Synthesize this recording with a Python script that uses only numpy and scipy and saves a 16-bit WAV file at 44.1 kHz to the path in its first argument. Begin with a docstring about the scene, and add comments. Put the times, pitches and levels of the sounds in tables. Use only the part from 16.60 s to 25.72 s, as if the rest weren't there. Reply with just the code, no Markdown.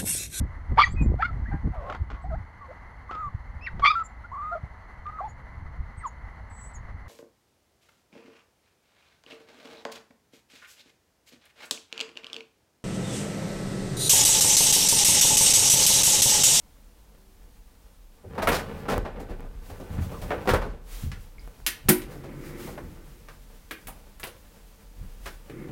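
"""Inside a small steel lift car: the car shudders and hums, the folding doors rattle open and bang on their
stops, a latch snaps, a glass landing door swings out rumbling, and buttons click.
Blows are bursts of tiny contacts ringing through sheet steel; rattle, brushing and drone are shaped chance.
Jolts and travel stir deep resonances of the car, and the steel sounds echo briefly between hard walls."""
import sys
import numpy as np
from scipy import signal
from scipy.fft import rfft, irfft
from scipy.io import wavfile
from scipy.ndimage import uniform_filter1d

SR = 44100
rng = np.random.default_rng(int(sys.argv[2]) if len(sys.argv) > 2 else 0)


def undo_db(level):
    """Turn decibels back into plain size, where 20 dB means ten times bigger."""
    steps = np.asarray(level, float) / 20
    return 10 ** steps


def materialize(psi):
    """Save the field psi as 16-bit PCM at rate SR to the path in sys.argv[1].

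    A 1-D psi becomes a single channel; in a 2-D psi each row is a channel.
    """
    bounded = np.clip(np.atleast_2d(psi).T, -1, 1)
    quanta = np.round(bounded * 32767).astype(np.int16)
    wavfile.write(sys.argv[1], SR, quanta)


N = 402005   # length in samples

# Background: broad low air noise: f/Hz, level/dB per Hz (shape only); then its rms level/dB
AIR_SPECTRUM = [(20, -8.5), (45, 2.5), (82, -12), (169, -51), (206, -17), (342, -21), (382, -43),
                (652, -28), (888, -28), (1690, -36.5), (15200, -40), (16500, -54)]
AIR_RMS_DB = -54.5
# Mains hum of the idle drive: f/Hz, mean level/dB rms
HUM_LINES = [(199.5, -75), (500, -83), (899, -79)]
# A faint tone swells once: start t/s, length t/s, f/Hz, level/dB rms
FAINT_TONE = (0.6, 0.1, 382, -67)
# Colour of hiss and brushing: f/Hz, level/dB per Hz (shape only)
HISS_SPECTRUM = [(880, 2), (2200, 2), (2970, 1.5), (8000, -2), (16000, -1.5)]
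# Seals, guides and sleeves brush along steel: start t/s, length t/s, hiss level/dB
BRUSHES = [(2.0, 0.2, -56.5), (3.065, 0.034, -55.5), (3.2, 0.042, -64), (3.33, 0.016, -54),
           (3.424, 0.021, -49), (3.525, 0.21, -53.5), (3.813, 0.033, -59.5), (4.28, 0.019, -58),
           (4.325, 0.11, -46.5), (4.613, 0.024, -58.5), (5.517, 0.019, -50), (5.56, 0.27, -64.5),
           (5.862, 0.036, -55), (6.001, 0.076, -47.5), (8.66, 0.024, -53.5)]

# Reflections between the car walls, low to high range: f/Hz, time to fall 60 dB t/s
CAR_DECAYS = [(150, 0.46), (1500, 0.33), (10000, 0.23)]
BLOWS_ECHO_DB, CLICKS_ECHO_DB, RATTLE_ECHO_DB = -5, 0.5, -1

# How briskly the doors travel; steers rattle, shudder and boom: t/s, relative level/dB
TRAVEL = [(0.0, -64), (1.61, -63.5), (1.645, -60), (1.7, -42.5), (1.98, -35.5), (2.2, -39.5), (2.42, -41.5),
          (3.0, -54), (3.12, -48.5), (3.57, -44.5), (3.801, -39.5), (4.101, -43.5), (4.3, -57),
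          (4.5, -59.5), (5.3, -56), (5.45, -46), (6.09, -48.5), (6.49, -56), (8.64, -60.5), (9.12, -48.5)]
# Stops and footfalls jolt the car: t/s, shudder level/dB, frame boom level/dB, shudder hold t/s
JOLTS = [(1.661, -56, -47, .03), (1.861, -26, -36, 0.03), (2.318, -39, -38, 0.031),
         (2.358, -25, -43, 0.034), (2.705, -40.5, -45.5, 0.33), (3.097, -58, -42, .05),
         (3.312, -45, -33.5, .03), (3.385, -42, -24.5, 0.049), (3.635, -38, -41.5, 0.03),
         (3.914, -27.5, -22, 0.2), (4.336, -39, -76, 0.038), (4.437, -44, -32, 0.14),
         (4.444, -49, -42, .02), (4.465, -59, -45, .02), (4.777, -45, -66, 0.09), (5.002, -41, -56, 0.013),
         (5.257, -32.5, -38, 0.022), (5.456, -43, -62, 0.082), (6.228, -48.5, -41.5, 0.094),
         (7.27, -49, -52.5, 0.04), (7.63, -58, -61, 0.041), (8.375, -52, -50.5, .02),
         (8.405, -39, -45, 0.079), (8.592, -40, -72, 0.058)]
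# A second, looser shudder: f/Hz, width/Hz, level/dB
SWAY_MODE = (38.7, 8.5, -4)
# Low resonances of the frame: f/Hz, width/Hz, level/dB
FRAME_MODES = [(60, 8.7, 1.5), (87.4, 19.2, 3), (134.3, 6.2, -0.5), (178.6, 14.6, -4)]
# The floor plate answers only to jolts: f/Hz, width/Hz, level/dB
FLOOR_PLATE_MODE = (220, 46, -4.5)
# Resonances of the sheet steel panels: f/Hz, width/Hz, level/dB
PANEL_MODES = [(214.6, 30, -6.5), (361.3, 12.5, 5.5), (480, 250, -7.5), (535, 6.1, 2), (787, 3.8, -2.5),
               (1083, 2.2, 1.5), (1340, 18, -29), (1520, 11, 6), (1730, 19, -14)]
# Colour of the loose rattle: f/Hz, level/dB per Hz (shape only)
RATTLE_SPECTRUM = [(88, -33), (150, 3), (310, -9), (340, -4), (500, -6), (702, -9), (1520, -14),
                   (2800, -21.5), (6000, -38.5), (9000, -78)]

# A hinge slips: start time, then length t/s, from f/Hz, to f/Hz, level/dB before its uneven slips
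SQUEAK_S = 3.52
SQUEAK = (.068, 1080, 1130, -41)
# Single parts ring on one note: t/s, f/Hz, level/dB, time to fall 60 dB t/s
PINGS = [(1.877, 907, -23, 0.046), (2.287, 1350, -21.5, 0.054), (3.936, 467, -6.5, 0.047),
         (4.783, 2200, -41, 0.032), (4.795, 4900, -43, 0.013), (7.113, 1550, -32.5, 0.044)]
# The landing door swings on its closer: start t/s, fastest t/s, rumble level/dB there
SWINGS = [(5.357, 6.052, -37.5), (8.897, 9.114, -38.5)]
# Colour of the swinging door's drone: f/Hz, level/dB per Hz (shape only)
RUMBLE_SPECTRUM = [(65, -39), (110, -10), (139, 9), (188, -8), (343, 2.5), (430, -13.5), (510, -10),
                   (640, -33), (760, -46), (1150, -19), (1500, -25.5), (2150, -19), (2600, -31),
                   (3250, -41), (5500, -120)]
# The landing door is knocked free: f/Hz, level/dB before a softened onset, time to fall 60 dB t/s
SLAM_S = 5.288
SLAM_MODES = [(157, -1.5, 0.099), (205, -0.5, 0.13), (250, -14.5, 0.31), (311, -12.5, 0.33),
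              (362, -6.5, 0.26)]

# Lone dry ticks close by: t/s, relative level/dB
TICKS = [(2.0954, -29), (2.38, -3), (2.806, -22.5), (3.202, -26), (4.8763, -24), (5.0025, -30)]
# Sharp knocks and clicks of doors, latch and buttons:
# t/s, clank level/dB, clank centre f/Hz, snap and sizzle relative level/dB
CLICKS = [(1.873, -8, 1520, -34, -26), (1.888, -11.5, 1780, -38, -25), (2.289, -31, 1500, -32, -56),
          (3.706, -20, 1670, -54, -53), (3.708, -17, 600, -60, -65), (3.717, -19, 1380, -57, -55),
          (3.73, -22, 480, -48, -60), (3.857, -26, 696, -43, -54), (3.936, -12.5, 885, -24, -28.5),
          (3.947, -14, 605, -44, -41), (4.517, -32, 1510, -33.5, -52), (5.0647, -24.5, 1550, -12, -18),
          (5.0748, -21, 2020, -28, -31), (5.29, -22, 1850, -38, -4), (5.419, -34, 1930, -31, -43),
          (6.177, -29.5, 567, -62, -56), (6.179, -32.5, 1110, -49, -65), (6.686, -36, 1180, -42.5, -58),
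          (7.11, -22.5, 1830, -35, -38), (7.271, -31.5, 2020, -49, -34.5), (7.283, -30.5, 825, -54, -36.5),
          (7.598, -38.5, 1280, -43, -40.5), (7.632, -22, 2250, -34, -44), (7.638, -28, 1080, -40, -33),
          (7.671, -33.5, 490, -37, -44), (8.899, -35, 1980, -61, -55)]
# Door panels bang and scrape: t/s, clank level/dB, clank centre f/Hz, thud and snap relative level/dB
BLOWS = [(1.637, -60, 593, -41, -72), (1.747, -40, 1020, -35, -50), (1.779, -22.5, 804, -27.5, -43),
         (1.82, -19, 690, -27, -31), (1.872, -6.5, 880, -18, -31), (1.885, -34, 870, -21, -31),
         (1.916, -16.5, 870, -22, -20.5), (1.943, -18.5, 540, -48, -23), (1.985, -26, 1300, -56, -34),
         (2.283, -22, 885, -22.5, -34), (2.297, -24, 1340, -23, -31), (2.318, -18, 545, -27.5, -34.5),
         (2.359, -25.5, 506, -27, -42), (2.45, -25, 600, -32, -47), (2.567, -37, 513, -37, -83),
         (2.598, -38, 501, -33, -44), (2.695, -40, 501, -34, -52), (2.84, -41.5, 501, -41, -69),
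         (3.097, -38, 750, -39, -48), (3.199, -43, 600, -34.5, -46), (3.38, -36, 1490, -42, -68),
         (3.419, -36.5, 563, -51, -49), (3.515, -35, 557, -35, -49), (3.616, -34, 573, -40, -38.5),
         (3.874, -15.5, 480, -16.5, -30), (3.89, -10.5, 1090, -21, -21.5), (3.94, -13, 1350, -23, -33),
         (4.015, -22.5, 1020, -30, -41), (4.049, -40, 1100, -26.5, -47), (5.286, -10.5, 1880, -19, -10),
         (5.551, -44, 490, -38, -56), (5.638, -37, 610, -40, -47.5), (6.073, -37.5, 807, -36, -55),
         (8.658, -31.5, 1340, -44, -37.5), (8.895, -49, 500, -39, -62)]


def rms_one(x):
    """Scale to rms 1."""
    return x / np.sqrt(np.mean(x ** 2) + 1e-20)


def peak_one(x):
    """Scale to peak 1."""
    return x / (np.max(np.abs(x)) + 1e-20)


def band(x, low_hz, high_hz):
    """Butterworth band-pass."""
    return signal.sosfilt(signal.butter(2, [low_hz, high_hz], "band", fs=SR, output="sos"), x)


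def resonate(x, modes):
    """Parallel resonances of (f/Hz, width/Hz, level/dB) with alternating signs."""
    out = 0
    for k, (hz, width, db) in enumerate(modes):
        r = np.exp(-np.pi * width / SR)
        poles = [1, -2 * r * np.cos(2 * np.pi * hz / SR), r * r]
        ring = signal.lfilter([(1 - r * r) / 2, 0, (r * r - 1) / 2], poles, x)
        out = out + (-1) ** k * undo_db(db) * ring
    return out


def colour(x, spectrum):
    """Weight the spectrum by a curve of (f/Hz, level/dB per Hz); rms 1."""
    hz, db = np.transpose(spectrum)
    grid = np.arange(N // 2 + 1) * SR / N + 1
    gain_db = np.interp(np.log(grid), np.log(hz), db)
    return rms_one(irfft(rfft(x) * undo_db(gain_db), N))


def drift(rate):
    """Slow chance through normal random knots, rate of them a second."""
    knots = rng.standard_normal(int(N / SR * rate) + 2)
    return np.interp(np.arange(N) / SR * rate, np.arange(len(knots)), knots)


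def swell(start, length, db, rise_db_per_s, fall_db_per_s):
    """Gain that climbs to its level, holds it and falls away."""
    t = np.arange(N) / SR - start
    return undo_db(db - rise_db_per_s * np.maximum(-t, 0) - fall_db_per_s * np.maximum(t - length, 0))


def evened(x, window_s):
    """A vibration that is kept going: its swells are flattened; rms 1."""
    power = uniform_filter1d(x ** 2, int(window_s * SR))
    return rms_one(x / np.sqrt(power + 1.4 * np.mean(x ** 2)))


def grains(count, per_s, spread_db):
    """Random contacts of uneven size; rms 1."""
    sizes = undo_db(spread_db * np.minimum(rng.exponential(1, count), 5)) * rng.choice([-1, 1], count)
    return rms_one(sizes * (rng.random(count) < per_s / SR))


def smooth_toned(x, lump_hz):
    """Level the chance lumps of a dying sound's spectrum, keeping its broad colour."""
    spectrum = rfft(x)
    power = np.abs(spectrum) ** 2
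    bins = max(int(lump_hz * len(x) / SR), 3)
    broad = uniform_filter1d(power, 12 * bins)
    lumpy = uniform_filter1d(uniform_filter1d(power, bins), bins)
    levelled = irfft(spectrum * np.sqrt(broad / (lumpy + 1e-30)), len(x))
    return levelled * (np.arange(len(x)) < len(x) * 7 // 8)   # drop what wraps round to the end


def car(x):
    """Reflections between the close walls: noise, strongest early, that dies faster in the treble."""
    t, tail = np.arange(SR // 2) / SR, 0
    edges_hz = [30, 500, 4000, 18000]
    for low, high, (_, t60) in zip(edges_hz, edges_hz[1:], CAR_DECAYS):
        noise = band(rng.standard_normal(len(t)), low, high)
        early = 1 + 1.6 * np.exp(-t / 0.018)
        tail = tail + noise * undo_db(-60 * t / t60) * early * (t > .002)
    tail = smooth_toned(tail, lump_hz=116)
    return signal.fftconvolve(x, tail / np.sqrt(np.sum(tail ** 2)))[:len(x)]


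def place(events):
    """Lay (t/s, sound, echo level/dB) in time, each with fresh reflections of its own."""
    out = np.zeros(N + SR)
    for s, sound, echo_db in events:
        out[round(s * SR):][:len(sound)] += sound + undo_db(echo_db) * car(sound)
    return out[:N]


def panels(x, broad_db):
    """Sheet steel: marked resonances over a broad bed that passes the sound unchanged."""
    return resonate(x, PANEL_MODES) + undo_db(broad_db) * x


def air():
    """Steady noise, heaviest in the bass."""
    return undo_db(AIR_RMS_DB) * colour(rng.standard_normal(N), AIR_SPECTRUM)


def hum():
    """Thin sine lines that waver in level, and one faint tone that swells once."""
    t = np.arange(N) / SR
    start, length, tone_hz, tone_db = FAINT_TONE
    lines = sum(undo_db(db + 3.3 * drift(11)) * np.sin(2 * np.pi * hz * t) for hz, db in HUM_LINES)
    tone = swell(start, length, tone_db, 70, 70) * np.sin(2 * np.pi * tone_hz * t)
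    return np.sqrt(2) * (lines + tone)   # rms to peak


def hiss_and_brushes(loud_sound):
    """Coloured noise: a steady hiss of air that sinks under loud sound, and passing brushes of steel."""
    noise = colour(rng.standard_normal(N) * undo_db(1.0 * drift(23)), HISS_SPECTRUM)
    # the hiss is louder once the landing is open, from 4.8 s
    hiss = undo_db(np.where(np.arange(N) < 4.8 * SR, -64.5, -59))
    busy_db = 10 * np.log10(signal.lfilter([.0003], [1, -.9997], loud_sound ** 2) + 1e-12)
    hiss = hiss * undo_db(-0.8 * np.maximum(busy_db + 37.5, 0))
    brushing = sum(swell(s, length, db, rise_db_per_s=350, fall_db_per_s=174) for s, length, db in BRUSHES)
    return (hiss + brushing) * noise


def shudder(travel_db):
    """The whole car sways on two very low resonances, driven by travel and jolts."""
    shaking = undo_db(-54) + undo_db(travel_db - 11)   # at rest, and under way
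    for s, db, _, hold_s in JOLTS:
        shaking += swell(s, hold_s, db, rise_db_per_s=390, fall_db_per_s=122)
    shaking *= undo_db(2.7 * drift(7.1))   # the car rocks unevenly
    modes = [(28.1, 2.8, 0), SWAY_MODE]
    return shaking * evened(resonate(rng.standard_normal(N), modes), window_s=0.04)


def boom(travel_db):
    """Sparse contacts keep the low frame resonances going, louder with travel and jolts."""
    booming = undo_db(travel_db - 2)
    for s, _, db, _ in JOLTS:
        booming = booming + swell(s, 0.026, db, rise_db_per_s=1500, fall_db_per_s=158)
    ring = resonate(grains(N, per_s=300, spread_db=3.0), FRAME_MODES)
    return booming * evened(band(ring, 54.0, 280), window_s=0.045)


def knocks():
    """Each jolt is one push into the resonances of the frame and floor plate."""
    pushes = np.zeros(N) + 1e-18
    moments = [round(row[0] * SR) for row in JOLTS]
    pushes[moments] = undo_db(np.array(JOLTS)[:, 2] + 4)   # 4 dB over the boom
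    ring = band(resonate(pushes, FRAME_MODES + [FLOOR_PLATE_MODE]), 48, 370)
    return ring * np.max(pushes) / np.max(np.abs(ring))


def rattle(travel_db):
    """Rollers and hinges knock in clumps against the panels as the doors travel, and echo in the car."""
    loose = grains(N, per_s=1500, spread_db=4.5) * undo_db(2.7 * drift(21))
    direct = undo_db(travel_db - 4.0) * colour(panels(loose, broad_db=-2.0), RATTLE_SPECTRUM)
    return direct + undo_db(RATTLE_ECHO_DB) * car(direct)


def hinge():
    """Fast uneven slips on a rising pitch, with a faint upper partial."""
    length, from_hz, to_hz, db = SQUEAK
    phase = np.clip((np.arange(N) / SR - SQUEAK_S) / length, 0, 1)
    pitch_hz = from_hz + (to_hz - from_hz) * phase + 110 * drift(500)
    turn = 2 * np.pi * np.cumsum(pitch_hz) / SR
    slips = (np.sin(turn) + undo_db(-26) * np.sin(2.9 * turn)) * undo_db(5.5 * drift(250))
    arch = np.sqrt(np.sin(np.pi * phase) + 1e-12) * (phase < 1)
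    return undo_db(db) * arch * slips


def pings():
    """Single short modes, dying sines that echo in the car."""
    t = np.arange(SR // 2) / SR
    return place([(s, undo_db(db - 60 * t / t60) * np.sin(2 * np.pi * hz * t), BLOWS_ECHO_DB)
                  for s, hz, db, t60 in PINGS])


def landing_door():
    """The heavy leaf booms when knocked free, then drones in its low resonances while it swings."""
    gain = 0
    for start, fastest, db in SWINGS:   # the drone grows up to the fastest moment, then fades
        moving = np.arange(N) > start * SR
        gain = gain + moving * swell(fastest, 0, db, rise_db_per_s=7.5, fall_db_per_s=42)
    since = np.maximum(np.arange(N) / SR - SLAM_S, 0)
    slam = sum(undo_db(db - 60 * since / t60) * np.sin(2 * np.pi * hz * since) for hz, db, t60 in SLAM_MODES)
    slam = slam * (1 - np.exp(-since / 0.0083))   # the leaf yields for a moment
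    drone = colour(panels(grains(N, per_s=2000, spread_db=-1.0), broad_db=-3.5), RUMBLE_SPECTRUM)
    creak = band(drone, 1100, 4000)   # the upper part comes and goes in patches
    low_drone = evened(drone - creak, window_s=0.035) * undo_db(0.8 * drift(18))
    return slam + gain * (low_drone + creak * undo_db(2.9 * drift(21)))


def ticks():
    """Dry impulses, mostly low-passed body with a little bare edge, without echo."""
    impulses = np.zeros(N) + 1e-18
    impulses[[round(s * SR) for s, _ in TICKS]] = undo_db(np.array(TICKS)[:, 1] + 13.5)
    return -1.54 * band(impulses, 40, 1000) - 0.094 * impulses


def strike(clank_db, centre_hz, thud_db, snap_db, sizzle_db, swell_s, first, sudden, broad_db, low_hz, top_hz):
    """A first contact, then a chatter of small ones that swells and dies, heard in four ranges of the steel."""
    t = np.arange(SR // 2) / SR / max(swell_s, .001)   # in swell times
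    chatter = grains(len(t), per_s=4000, spread_db=3.0) * (sudden + t) * np.exp(-t) + 1e-18
    chatter[0] = first
    chatter = smooth_toned(chatter, lump_hz=208)
    steel = panels(chatter, broad_db)
    clank = band(steel, low_hz, top_hz)
    # the struck part colours the clank
    clank = 0.36 * clank + 1.4 * resonate(clank, [(centre_hz, 0.77 * centre_hz, 0)])
    thud = band(steel, 134, 473)
    snap = band(chatter, 1700, 5870)
    sizzle = band(chatter * (1 - 0.63 * np.exp(-t / 0.084)), 8200, 15800)   # softened onset
    # alternate signs join the ranges smoothly
    low = undo_db(thud_db + 2.0) * peak_one(thud) - undo_db(clank_db) * peak_one(clank)
    return low + undo_db(snap_db + 2.5) * peak_one(snap) - undo_db(sizzle_db + 7.5) * peak_one(sizzle)


def clicks():
    """Sharp knocks and clicks of doors, latch and buttons: a hard first contact, a very short chatter."""
    return place([(s, strike(db, hz, db - 17.0, snap, sizzle, swell_s=0.0028, first=11.1, sudden=0.96,
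                             broad_db=4, low_hz=0.38 * hz, top_hz=1.72 * hz), CLICKS_ECHO_DB)
                  for s, db, hz, snap, sizzle in CLICKS])


def blows():
    """Door panels bang and scrape: a softer first contact and a longer chatter in the sheet steel."""
    return place([(s, strike(db, hz, thud, snap, snap - 8, swell_s=0.01, first=2.15, sudden=0.32,
                             broad_db=-1.5, low_hz=410, top_hz=2010), BLOWS_ECHO_DB)
                  for s, db, hz, thud, snap in BLOWS])


def scene():
    """Motion drives shudder, boom and rattle; blows and clicks ring in the car over hiss, air and hum."""
    travel_db = np.interp(np.arange(N) / SR, *np.transpose(TRAVEL))
    deep = shudder(travel_db) + boom(travel_db) + knocks()
    steel = rattle(travel_db) + hinge() + pings() + landing_door() + ticks() + clicks() + blows()
    return (air() + hum() + hiss_and_brushes(steel + deep) + deep + steel)[None]


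def low_pass(x):
    """Removes everything above the highest recorded frequency."""
    return signal.sosfilt(signal.butter(12, 16820, fs=SR, output="sos"), x)


def record(dry):
    """A gentle gain control ducks after loud blows and recovers, peaks are rounded, the top is cut."""
    level_db = 10 * np.log10(uniform_filter1d(dry[0] ** 2, size=441) + 1e-12)
    climb = 40 * np.arange(N) / SR   # the held level falls 40 dB per s
    held_db = np.maximum.accumulate(level_db + climb) - climb
    cut_db = 0.22 * np.maximum(held_db + 28.0, 0)
    cut_db = signal.lfilter([.002], [1, -.998], cut_db)   # eases in and out
    rounded = 0.78 * np.tanh(dry * undo_db(-cut_db) / 0.87)
    top_cut = signal.ellip(8, .5, 50, 16000, fs=SR, output="sos")
    mix = signal.sosfilt(top_cut, rounded)
    return low_pass(mix)


dry = scene()
out = record(dry)
materialize(out)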